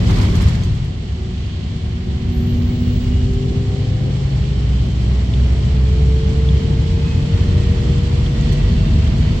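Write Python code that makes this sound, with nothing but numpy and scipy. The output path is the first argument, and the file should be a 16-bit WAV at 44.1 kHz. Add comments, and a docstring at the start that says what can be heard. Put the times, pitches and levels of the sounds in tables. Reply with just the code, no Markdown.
"""Inside a bus gathering speed on a hill road, heard as filtered noise, gliding tones and decaying modes.
A rough patch at the start throws stones and grit at the wheel arches and sets the fittings rattling.
The throttle eases, the high gear bites briefly, then load returns: the turbocharger whistles up, the intake opens.
On a level stretch the body shakes less and the engine's boom stands clear; later come trim taps and more knocks.
Throughout, noise follows speed, load and road, and engine and gear tones rise through cabin resonances."""
import sys
import numpy as np
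from scipy import signal
from scipy.fft import rfft, irfft
from scipy.io import wavfile
from scipy.ndimage import uniform_filter1d

SR = 44100
rng = np.random.default_rng(int(sys.argv[2]) if len(sys.argv) > 2 else 0)


def dump(signal):
    """Clip the signal to [-1, 1] and save it as 16-bit WAV at the path in sys.argv[1]."""
    limited = np.clip(np.atleast_2d(signal).T, -1, 1)
    pcm = np.round(limited * 32767).astype(np.int16)
    wavfile.write(sys.argv[1], SR, pcm)


N = 414540
TIME = np.arange(N) / SR
BINS = np.maximum(np.arange(N // 2 + 1) * SR / N, 1)  # Hz

# Noise laws: (dB at cruise, dB per doubling of speed, dB per dB of load, dB per dB of road roughness)
HEAVE_LAW = (-28.5, 12, 0.3, 1)
FLOOR_LAW = (-18, 9, 0.8, 0.86)
WALL_LAW = (-26.5, 8, 0.5, 0.91)
# Resonances of the heaving body, the floor and the side walls.
# Columns: centre_hz, width_hz (between points 3 dB down), relative_level_db
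BODY_RESONANCES = [(30, 16, -15), (43.4, 7.9, -3), (63.6, 6.7, -6.5)]
FLOOR_RESONANCES = [(69.5, 18, 2.5), (94.4, 17, 2.5), (110, 14, -8), (129.4, 28.3, -3)]
WALL_RESONANCES = [(159, 21, -3), (183, 18.6, -1.5), (241.7, 21, -10.5)]
# Dips and humps in the road. Columns: start_s, length_s, heave_level_db, floor_thud_level_db (while fully risen)
ROAD_BUMPS = [(0, 0.55, -23.5, -17.5), (0.597, 0.1, -26, -15.5), (2.1, 0.59, -28.5, -24),
              (2.75, .6, -23.5, -21), (5.455, .2, -32.5, -24.5), (7.5, 0.16, -46, -19),
              (8.548, .9, -26, -32)]
BUMP_ATTACK_S, BUMP_DECAY_S = 0.14, 0.2
# Stretch where the body shakes less: middle_s, length_s, change_db
LEVEL_STRETCH = (4.45, 1.72, -3)


def body_rumble(drive, wheel):
    """Forced vibration: road noise excites body, floor and walls; floor and walls swell once a wheel turn."""
    heave_bumps = [(s, length, heave_db) for s, length, heave_db, _ in ROAD_BUMPS]
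    thud_bumps = [(s, length, thud_db) for s, length, _, thud_db in ROAD_BUMPS]
    heave_bump_gain = swells(heave_bumps, BUMP_ATTACK_S, BUMP_DECAY_S)
    thud_bump_gain = swells(thud_bumps, BUMP_ATTACK_S, BUMP_DECAY_S)

    heave_gain = np.hypot(undb(driven(HEAVE_LAW, drive)), heave_bump_gain)
    floor_gain = np.hypot(undb(driven(FLOOR_LAW, drive) + 1.0 * wheel), thud_bump_gain)
    wall_gain = undb(driven(WALL_LAW, drive) + 0.39 * wheel)

    heave = heave_gain * even(cabin_noise(resonances(BODY_RESONANCES)))
    floor = floor_gain * even(cabin_noise(resonances(FLOOR_RESONANCES)))
    walls = wall_gain * even(cabin_noise(resonances(WALL_RESONANCES)))
    return undb(stretch(*LEVEL_STRETCH)) * (heave + floor + walls)


# Wheels dropping into dips. Columns: start_s, heave_level_db, floor_thud_level_db (before rise and decay)
WHEEL_THUMPS = [(.265, -31, -12), (0.361, -7.5, -17), (.44, -23, -6.5), (.685, -22, -13),
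                (2.216, -25.5, -17.5), (3.151, -8.5, -19), (6.851, -13, -26.5), (7.553, -30, -10)]
# Growth and decay of a thump: rise_s, t60_s
HEAVE_THUMP, FLOOR_THUMP = (0.033, 0.4), (0.015, 0.22)


def thumps():
    """Impulse response: a dip knocks body and floor into their lowest modes, alike at both microphones."""
    out, t = np.zeros(N), TIME[:SR // 2]
    for s, heave_db, thud_db in WHEEL_THUMPS:
        start = int(s * SR)
        parts = (
            (heave_db, BODY_RESONANCES, HEAVE_THUMP),
            (thud_db, FLOOR_RESONANCES, FLOOR_THUMP),
        )
        for db, modes, (rise_s, t60) in parts:
            swing = sum(undb(mode_db) * np.sin(2 * np.pi * (hz * t + rng.random())) for hz, _, mode_db in modes)
            gain = undb(db - 60 * t / t60) * np.minimum(t / rise_s, 1)
            out[start:start + len(t)] += gain * swing
    return out


PANEL_LAW = (-32.5, 6, 0.6, 1)
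# Spectrum of the panels. Columns: frequency_hz, relative_density_db
PANEL_SPECTRUM = [(120, -27.5), (200, 5), (270, -2.5), (350, -1.5), (430, -6), (520, -12.5), (700, -16),
                  (1100, -41), (2500, -74.5)]


def panel_noise(drive):
    """Structure-borne sound: the road shakes the panels into broadband noise of wandering level."""
    return undb(driven(PANEL_LAW, drive) + 1.3 * walk(8.1)) * cabin_noise(colour(PANEL_SPECTRUM))


# Engine boom, engine drone, low and high gear whine. Column: order_cycles_per_crank_turn
MAIN_ORDERS = [4, 9, 17.14, 27]
# Cabin resonances each main tone glides through.
# Columns: centre_hz, width_hz (between points 6 dB down), peak_level_db
BOOM_RESONANCES = [(60.9, 1.5, -17.3), (62.2, 1.4, -15.8), (63.2, 1.2, -15.3), (64.8, 2, -11.8),
                   (66.1, 1.2, -16), (72.7, 1, -20)]
DRONE_RESONANCES = [(132, 5.8, -22.5), (135.7, 5.9, -19), (149.7, 8.6, -24)]
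LOW_GEAR_RESONANCES = [(240.5, 9, -18), (247, 6, -28), (251.5, 4.5, -30)]
HIGH_GEAR_RESONANCES = [(375.4, 11, -33.2), (390, 6.5, -29), (394.3, 7, -30), (411.3, 8.6, -38),
                        (443, 20, -30), (457, 16, -37), (471, 16, -35.5), (484, 10, -40.5)]
# Each main tone between its resonances: level_db at zero load, slope_db_per_db of load
BOOM, DRONE, LOW_GEAR, HIGH_GEAR = (-31, 0.8), (-46, 1.7), (-51.5, 2.42), (-48.5, 1.5)


def main_tones(speed, load_db):
    """Order tracking: boom, drone and gear meshes keep fixed ratios to the crank and swell at resonances."""
    peak_tables = (BOOM_RESONANCES, DRONE_RESONANCES, LOW_GEAR_RESONANCES, HIGH_GEAR_RESONANCES)
    levels = (BOOM, DRONE, LOW_GEAR, HIGH_GEAR)
    out = 0
    for order, peaks, (base_db, per_load) in zip(MAIN_ORDERS, peak_tables, levels):
        out = out + cabin_tone(order * speed, peaks, base_db, per_load * load_db, waver_db=-0.7, scatter=0.073)
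    return out


# Brief whine of the high gear: start_s, length_s, level_db, attack_s, decay_s
GEAR_BITE = (1.14, .16, -41.5, .04, .04)


def gear_bite(speed):
    """Tooth-mesh excitation: the high gear whines briefly as its teeth take up the load."""
    phase = 2 * np.pi * np.cumsum(MAIN_ORDERS[-1] * speed) / SR
    return envelope(*GEAR_BITE) * np.sqrt(2) * np.cos(phase)


# Weaker engine and gear tones. Columns: order_cycles_per_crank_turn, base_level_db (at zero load),
# resonances (centre_hz, width_hz, peak_level_db)
WEAK_ORDERS = [(2.63, -49, [(47.6, 2.6, -21)]), (5.19, -34, [(72, 1.5, -22), (89.5, 2.2, -18)]),
               (6, -37, [(85, 2, -27)]), (7, -35, [(103, 13, -23)]), (8, -29, [(126, 8, -27),
               (141.5, 5, -22.5)]), (10, -38, [(181, 9, -32)]), (12, -38, [(180, 8, -34), (215, 12, -33)]),
               (13, -41, [(237, 12, -33)]), (15, -50, [(234, 15, -39)]), (18, -52, [(313, 30, -42)]),
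               (20, -53, [(302, 18, -44)]), (22, -54, [(383, 12, -37.5), (395, 10, -43)]),
               (24, -56, [(350, 20, -47), (392, 16, -44), (436, 16, -43)]), (30, -58, [(437, 16, -44)]),
               (34.28, -55, [(480, 14, -48), (509, 20, -41.3), (545, 30, -52), (590, 14, -48.5)]),
               (36, -64, [(572, 30, -53), (655, 36, -45.5)]), (42, -65, [(650, 55, -49.5), (745, 45, -58)]),
               (48, -65, [(745, 48, -57)]), (51.42, -64, [(757, 36, -50), (843, 40, -53), (870, 20, -52),
               (920, 20, -56)]), (54, -59, [(746, 22, -50), (815, 24, -57)]), (108, -73, [(1873, 35, -55),
               (1930, 30, -51), (1975, 40, -57)])]


def overtones(speed, load_db):
    """Wave scattering: weaker orders waver more at higher pitch, as the swaying cabin scatters short waves."""
    out = 0
    for order, base_db, peaks in WEAK_ORDERS:
        hz = order * speed
        scatter = .35 * np.sqrt(hz.mean() / 2000)
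        out = out + cabin_tone(hz, peaks, base_db, load_db, waver_db=1, scatter=scatter)
    return out


# Harmonics of a belt-driven rotor, likely the alternator. Columns: multiple, base_level_db (at zero load),
# resonances (centre_hz, width_hz, peak_level_db)
BELT_HARMONICS = [(3, -74, [(2410, 70, -58), (2550, 45, -51), (2600, 35, -53), (2715, 90, -53)]),
                  (4, -64, [(2865, 70, -51.5), (3072, 55, -50), (3460, 40, -56), (3595, 55, -51)]),
                  (5, -68, [(4520, 130, -57.5)]), (6, -72, [(4480, 200, -63), (4645, 70, -58),
                  (5365, 140, -63)]), (7, -80, [(5330, 160, -60), (5500, 110, -61), (5740, 260, -64)])]
BELT_ORDER, BELT_SLIP = 50.09, .0007  # cycles per crank turn; rms share by which the pitch wanders


def belt_whine(speed, load_db):
    """Harmonic series: the rotor's harmonics share one wandering pitch as the belt slips."""
    hz = BELT_ORDER * speed * (1 + BELT_SLIP * walk(6))
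    out = 0
    for multiple, base_db, peaks in BELT_HARMONICS:
        out = out + cabin_tone(multiple * hz, peaks, base_db, load_db, waver_db=1.5, scatter=.4)
    return out


TYRE_LAW = (-44, 15.5, 0.13, 0.79)
# Spectrum of the tyres on tarmac. Columns: frequency_hz, relative_density_db
TYRE_SPECTRUM = [(250, -15.5), (500, -2.5), (750, 1.5), (1050, 2), (1500, -2.5), (2200, -1), (4000, -15),
                 (7000, -27.5), (9500, -51.5)]


def tyre_roar(drive, wheel):
    """Rolling contact noise: a broadband roar rises with speed and roughness and swells with each wheel turn."""
    level_db = driven(TYRE_LAW, drive) + .1 * wheel + 0.76 * walk(15)
    return undb(level_db) * cabin_noise(colour(TYRE_SPECTRUM))


HISS_LAW = (-43, 11, 0.2, 0.56)
# Spectrum of the engine's hiss. Columns: frequency_hz, relative_density_db
HISS_SPECTRUM = [(1200, -19), (1650, -9.5), (1950, -3.5), (2500, -5), (3080, 2), (3700, -3.5), (4400, -3),
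                 (5100, -11.5), (6500, -14), (8500, -33), (9500, -52)]
# Brief swells of the hiss. Columns: start_s, length_s, level_db
HISS_BURSTS = [(1.25, 0.43, -48), (8.3, 0.27, -46)]


def engine_hiss(drive, firing, wheel):
    """Amplitude modulation: the engine's hiss pulses lightly with the firings and the wheel turn."""
    gain = np.hypot(undb(driven(HISS_LAW, drive)), swells(HISS_BURSTS, attack=0.1, decay=0.13))
    pulse_db = 0.31 * firing + .5 * wheel + 0.65 * walk(45)
    return gain * undb(pulse_db) * cabin_noise(colour(HISS_SPECTRUM))


INTAKE_LAW = (-51.5, 9, 0.02, 0.87)
# Spectrum of air drawn into the engine. Columns: frequency_hz, relative_density_db
INTAKE_SPECTRUM = [(3000, -21.5), (4400, 1.5), (5400, 4), (6500, -2.5), (7100, 2), (7800, -0.5),
                   (8500, -11.5), (9400, -30), (15000, -45.5)]
INTAKE_OPENS_S, INTAKE_OPENING_S, INTAKE_SHUT_DB = 2.58, 0.4, -3  # start, time to open, change while shut


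def intake_noise(drive, firing, wheel):
    """Turbulent flow noise: drawn air pulses with the firings and grows as the intake opens."""
    opening = np.clip((TIME - INTAKE_OPENS_S) / INTAKE_OPENING_S, 0, 1)
    pulse_db = .5 * firing + 0.13 * wheel + 1.0 * walk(22)
    level_db = driven(INTAKE_LAW, drive) + INTAKE_SHUT_DB * (1 - opening) + pulse_db
    return undb(level_db) * cabin_noise(colour(INTAKE_SPECTRUM))


FIZZ_LAW = (-75, 14.5, 1.5, 2)
# Spectrum of the finest hiss. Columns: frequency_hz, relative_density_db
FIZZ_SPECTRUM = [(8800, -31.5), (10000, -10.5), (11400, 0), (12800, -12), (15500, -13)]


def fizz(drive):
    """Flow-noise power law: the finest hiss grows steeply with speed and load as the flow rises."""
    return undb(driven(FIZZ_LAW, drive) + 1.2 * walk(25)) * cabin_noise(colour(FIZZ_SPECTRUM))


# Larger stones striking the wheel arches. Columns: start_s, pitch_hz, level_db
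STONE_HITS = [(.095, 3230, -27), (.098, 2090, -24), (.157, 2260, -25), (.2, 2400, -26), (.283, 2280, -24),
              (.321, 3330, -29), (.3875, 2570, -30), (.548, 2110, -30)]
# Ring of a wheel arch. Columns: multiple_of_pitch, relative_level_db, t60_s
ARCH_RING = [(.87, -9, .03), (1, -2, .04), (1.4, -7, 0.02)]


def stones(rise_s=.001):
    """Modal ringing: stones clack on the wheel arches, each at the pitch of the spot that it hits."""
    out, t = np.zeros((2, N)), TIME[:SR // 8]
    contact = 1 - np.exp(-t / rise_s)
    for s, hz, db in STONE_HITS:
        start = int(s * SR)
        modes = [(ratio * hz, mode_db, t60) for ratio, mode_db, t60 in ARCH_RING]
        out[:, start:start + len(t)] += undb(db) * ring(modes, t) * contact
    return out


# Spectrum of the grit. Columns: frequency_hz, relative_density_db
GRIT_SPECTRUM = [(300, -5), (650, -1), (1050, 6), (1600, -1), (2250, 3), (2700, -9), (3400, 0),
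                 (5000, -4.5), (8300, -17.5), (9500, -24), (12000, -27), (15500, -32)]
# Splashes of grit. Columns: start_s, length_s, gain_db (applied to grains and wet hiss together)
GRIT_SPLASHES = [(.075, 0.032, -34.5), (.15, 0.081, -34), (.335, 0.022, -39), (.39, 0.015, -35.5),
                 (.455, 0.023, -37), (.53, 0.021, -45), (.6, .12, -54)]


def spray(grains_per_s=320, grain_s=0.0016, grit_db=-4.0, wet_db=-5.0, flutter_db=8.5):
    """Poisson shot noise: grit spatters the wheel arches in many small strikes over an uneven wet hiss."""
    spectrum = colour(GRIT_SPECTRUM)
    out = 0
    # large and small grains strike independently, each in its own band
    for low, high in ((0, 1600), (1600, 3500), (3500, SR)):
        gain = spectrum * (BINS >= low) * (BINS < high)
        share = np.sqrt(np.sum(gain ** 2) / np.sum(spectrum ** 2))
        strike_sizes = undb(2.3 * np.minimum(rng.exponential(size=N), 3))
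        strikes = (rng.random(N) < grains_per_s / SR) * strike_sizes
        energy = signal.lfilter([1], [1, -np.exp(-2 / (grain_s * SR))], strikes ** 2)
        grains = undb(grit_db) * unit(np.sqrt(energy))
        wet = undb(wet_db + flutter_db * np.tanh(walk(50)))
        out = out + share * np.hypot(grains, wet) * cabin_noise(gain)
    return swells(GRIT_SPLASHES, attack=0.017, decay=0.071) * out


# Knocks of loose fittings. Columns: start_s, clack_level_db, tick_level_db (before the offsets below)
FITTING_KNOCKS = [(.229, -35, -51), (0.353, -30.5, -47), (.416, -44, -45), (.484, -30.5, -53),
                  (.552, -36, -63), (.635, -32, -55), (.749, -41, -62), (.845, -48.5, -60),
                  (2.369, -53.5, -68.5), (2.469, -55, -67.5), (2.729, -51, -69), (3.04, -42, -64),
                  (3.334, -40, -58), (6.289, -43, -65), (8.409, -35, -62), (8.523, -34, -51),
                  (9.182, -42, -63)]
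# Ring of the fittings. Columns: frequency_hz, relative_level_db, t60_s
FITTING_RING = [(3280, 2, .04), (4470, 1.5, .04), (6200, 1, .035), (7340, 0, .035), (8350, -10.5, 0.026)]
# Spectrum of the bright tick. Columns: frequency_hz, relative_density_db
TICK_SPECTRUM = [(5000, -11), (8000, 3.5), (9700, -3), (11500, 0), (13500, -8), (16000, -21)]
CONTACT_RISE_S = 0.0011


def rattles(clack_db=-2.0, tick_db=3, tick_s=0.0088, bounce_s=0.012, bounce=0.34):
    """Impact and rebound: loose fittings strike and bounce once, with a bright tick and a short ring."""
    out, ticks = np.zeros((2, N)), np.zeros(N)
    t = TIME[:SR // 8]
    contact = 1 - np.exp(-t / CONTACT_RISE_S)
    for s, ring_db, bright_db in FITTING_KNOCKS:
        for delay, size in ((0, 1), (bounce_s * rng.uniform(.6, 1.2), bounce)):
            start = int((s + delay) * SR)
            clack = undb(ring_db + clack_db) * ring(FITTING_RING, t)
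            tick = undb(bright_db + tick_db) * np.exp(-t / tick_s)
            out[:, start:start + len(t)] += size * clack * contact
            ticks[start:start + len(t)] += size * tick * contact
    return out + ticks * cabin_noise(colour(TICK_SPECTRUM))


# Dry taps of plastic trim. Columns: start_s, level_db
TRIM_TAPS = [(5.337, -19.5), (6.488, -21.5), (6.57, -29), (8.263, -21)]
# Ring of the trim. Columns: frequency_hz, relative_level_db, t60_s
TRIM_RING = [(2980, -4, .016), (3260, -1, .02), (3430, -2, .018), (4120, -11, .01)]


def trim_taps():
    """Heavy damping: each tap excites plastic modes that die within hundredths of a second."""
    out, t = np.zeros((2, N)), TIME[:SR // 8]
    contact = 1 - np.exp(-t / CONTACT_RISE_S)
    for s, db in TRIM_TAPS:
        start = int(s * SR)
        out[:, start:start + len(t)] += undb(db) * ring(TRIM_RING, t) * contact
    return out


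TURBO_REST_HZ, TURBO_FULL_HZ = 7500, 15730  # blade tone at zero and at full boost
TURBO_FULL_S, SPOOL_S = 2.7, .92  # time of full boost, time constant of the climb
# Faint whistle and surge: start_s, length_s, nominal_level_db, attack_s, decay_s
WHISTLE_FAINT = (1.2, 2.2, -73, 1.6, 0.9)
WHISTLE_SURGE = (2.3, .72, -56.5, 0.062, .07)


def turbo(spread_hz=170, skirt_hz=600, skirt_db=-7):
    """Blade-passing tone: pitch climbs with boost, smeared by turbulence into a narrow band of noise."""
    boost = np.exp(np.minimum(TIME - TURBO_FULL_S, 0) / SPOOL_S)
    hz = TURBO_REST_HZ + (TURBO_FULL_HZ - TURBO_REST_HZ) * boost
    phase = 2 * np.pi * np.cumsum(hz) / SR
    ports = []
    for _ in range(2):
        core = walk(spread_hz) * np.cos(phase) + walk(spread_hz) * np.sin(phase)
        skirt = undb(skirt_db) * walk(skirt_hz) * np.cos(phase)
        ports.append(core + skirt)
    return np.hypot(envelope(*WHISTLE_FAINT), envelope(*WHISTLE_SURGE)) * np.array(ports)


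# Microphone difference in the cabin's diffuse field. Columns: frequency_hz, side_minus_mid_db (of the noises)
STEREO_WIDTH = [(30, -32.5), (65, -41.5), (125, -22.5), (250, -10), (500, -3), (1000, 0.5), (16000, -0.5)]


def cabin_noise(gain):
    """Diffuse-field coherence: long waves reach both microphones alike, short ones differ."""
    mid, side = rfft(rng.standard_normal((2, N)))
    side = side * colour(STEREO_WIDTH)
    both = irfft(gain * np.array([mid + side, mid - side]), N)
    return both / np.std(both.mean(axis=0))


def cabin_tone(hz, peaks, base_db, load_db, waver_db, scatter):
    """Multipath interference: a tone gliding through resonances meets its reflections in the shaking cabin."""
    # a random starting phase keeps the tones out of step, so that together they hum and do not knock
    carrier = np.exp(2j * np.pi * (np.cumsum(hz) / SR + rng.random()))
    # gains change slowly: compute them at every hundredth sample
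    slow, hz, load_db = TIME[::100], hz[::100], load_db[::100]
    lowpass = signal.butter(2, 4, fs=SR / 100, output="sos")
    wander = signal.sosfilt(lowpass, rng.standard_normal((5, len(slow))))
    waver, mid_re, mid_im, side_re, side_im = unit(wander)
    gain = np.sqrt(2) * undb(through(hz, peaks, base_db) + load_db)
    mid = undb(waver_db * waver) * (1 + scatter * (mid_re + 1j * mid_im))
    side_db = np.interp(hz.mean(), *np.transpose(STEREO_WIDTH))
    fixed_path = np.exp(2j * np.pi * rng.random())
    side = undb(side_db) * (fixed_path + (side_re + 1j * side_im) / 2) / 2
    ports = (mid + side, mid - side)
    return np.array([(np.interp(TIME, slow, gain * port) * carrier).real for port in ports])


def ring(modes, t):
    """Modal decay: one blow's modes die away, a little different each time and at each microphone."""
    out = 0
    for hz, db, t60 in modes:
        port_hz = hz * rng.normal(1, .02, (2, 1))
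        out = out + undb(db - 60 * t / t60) * np.sin(2 * np.pi * port_hz * t)
    return out


def resonances(modes):
    """Resonance response: the powers of steep-sided peaks add to one gain per frequency."""
    power = 0
    for hz, width, db in modes:
        detuning = (BINS / hz - hz / BINS) * hz / width / 2  # about 1 at one width from the centre
        power = power + undb(2 * db) / (1 + detuning ** 2) ** 3
    return np.sqrt(power)


def through(hz, peaks, base_db):
    """Resonant amplification: level in dB of a tone as it glides through resonances."""
    power = undb(base_db) ** 2
    for centre, width, db in peaks:
        power = power + (undb(db) / (1 + (2 * (hz - centre) / width) ** 2)) ** 2
    return 10 * np.log10(power)


EVENNESS, EVEN_OVER_S = .6, .09  # exponent of the levelling, length of the longer smoothing window


def even(noise):
    """Level compression: evenly rolling wheels keep the noise's fast flutter but swell and sag less."""
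    size = int(EVEN_OVER_S * SR)
    power = uniform_filter1d(uniform_filter1d(noise.mean(axis=0) ** 2, size), size // 2)
    return unit(noise / power ** (EVENNESS / 2))


def driven(law, drive):
    """Power-law scaling: level in dB of a noise from speed, load and road roughness."""
    cruise_db, *slopes = law
    return cruise_db + sum(slope * control for slope, control in zip(slopes, drive))


def stretch(middle, length, db, edge_s=0.12):
    """Gradual excitation: change in dB as the wheels roll on and off a stretch of road."""
    return db / 2 * (1 + np.tanh((length / 2 - abs(TIME - middle)) / (2 * edge_s)))


# Rough stretches of tarmac. Columns: middle_s, length_s, extra_roughness_db (nominal, before the soft edges)
ROUGH_TARMAC = [(0.18, 0.95, 12), (2.804, 0.86, 1.5), (7.61, 0.57, 1)]


def roughness():
    """Surface excitation: extra roughness in dB on the rough stretches."""
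    return sum(stretch(*row) for row in ROUGH_TARMAC)


def envelope(start, length, db, attack, decay):
    """Transient envelope: gain rises, holds until its length is over and dies away exponentially."""
    age = TIME - start
    return undb(db) * np.clip(age / attack, 0, 1) * np.exp(-np.maximum(age - length, 0) / decay)


def swells(events, attack, decay):
    """Energy summation: joint gain of (start_s, length_s, level_db) events with one attack and decay."""
    return np.sqrt(sum(envelope(*event, attack, decay) ** 2 for event in events))


def walk(rate):
    """Gaussian low-pass noise: a smooth random wander of rms 1, its bandwidth set by rate in Hz."""
    return unit(irfft(rfft(rng.standard_normal(N)) * np.exp(-(BINS / rate) ** 2), N))


def colour(points):
    """Spectral shaping: gain per frequency, interpolated in dB over log frequency."""
    hz, db = np.transpose(points)
    return undb(np.interp(np.log(BINS), np.log(hz), db))


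def undb(db):
    """Logarithmic level: decibels to amplitude gain."""
    return 10 ** (np.asarray(db) / 20)


def unit(x):
    """Root-mean-square normalisation: scale to rms 1."""
    return x / np.sqrt(np.mean(x ** 2))


def curves(table):
    """Linear interpolation: each column of a table as a value per sample."""
    s, *columns = np.transpose(table)
    return [np.interp(TIME, s, c) for c in columns]


# Engine speed. Columns: time_s, crank_turns_per_s
CRANK_SPEED = [(0, 13.85), (.9, 13.68), (1.25, 13.82), (1.5, 13.6), (1.9, 13.7), (2.4, 13.88), (3.5, 14.54),
               (5, 15.525), (6.6, 16.61), (7.5, 17.21), (8.3, 17.73), (9.4, 18.41)]
# Drivetrain load as the throttle eases and opens again. Columns: time_s, load_db
DRIVE_LOAD = [(0, -6), (.9, -8.5), (1.5, -5), (2.4, -1.77), (3.4, -1), (9.4, 0.5)]
CRUISE_TURNS_PER_S, CRANK_TURNS_PER_WHEEL_TURN = 16, 4.75


def scene():
    """Superposition: the crank drives tones and wheels; speed, load and road surface set the noises."""
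    speed, = curves(CRANK_SPEED)
    load_db, = curves(DRIVE_LOAD)
    drive = (np.log2(speed / CRUISE_TURNS_PER_S), load_db, roughness())
    turns = np.cumsum(speed) / SR
    wheel = np.sin(2 * np.pi * turns / CRANK_TURNS_PER_WHEEL_TURN)
    firing = np.cos(2 * np.pi * 2 * turns)  # two firings a crank turn

    road = body_rumble(drive, wheel) + thumps() + panel_noise(drive) + tyre_roar(drive, wheel)
    tones = main_tones(speed, load_db) + gear_bite(speed) + overtones(speed, load_db) + belt_whine(speed, load_db)
    flow = engine_hiss(drive, firing, wheel) + intake_noise(drive, firing, wheel) + fizz(drive)
    impacts = stones() + spray() + rattles() + trim_taps()
    return road + tones + flow + impacts + turbo()


# Colour of the microphone pair. Columns: frequency_hz, left_minus_right_db
PORT_BALANCE = [(60, -0.9), (125, 2), (300, -0.5), (1200, 0.5), (2000, -2.5), (4400, -4.5), (5600, 0),
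                (7600, -1), (8600, 14.5), (9300, 3), (10000, -9), (12500, -12), (14000, -6)]
TOP_HZ = 15800


def record(dry):
    """Linear filtering: each microphone port has its own colour, and the top is cut steeply."""
    lean = np.sqrt(colour(PORT_BALANCE))  # half the difference goes to each port
    fade = np.minimum(np.minimum(TIME, TIME[::-1]) / .004, 1)
    ports = irfft(rfft(dry * fade) * np.array([lean, 1 / lean]), N)
    return signal.sosfilt(signal.ellip(10, .2, 70, TOP_HZ, fs=SR, output="sos"), ports)


dry = scene()
out = record(dry)
dump(out)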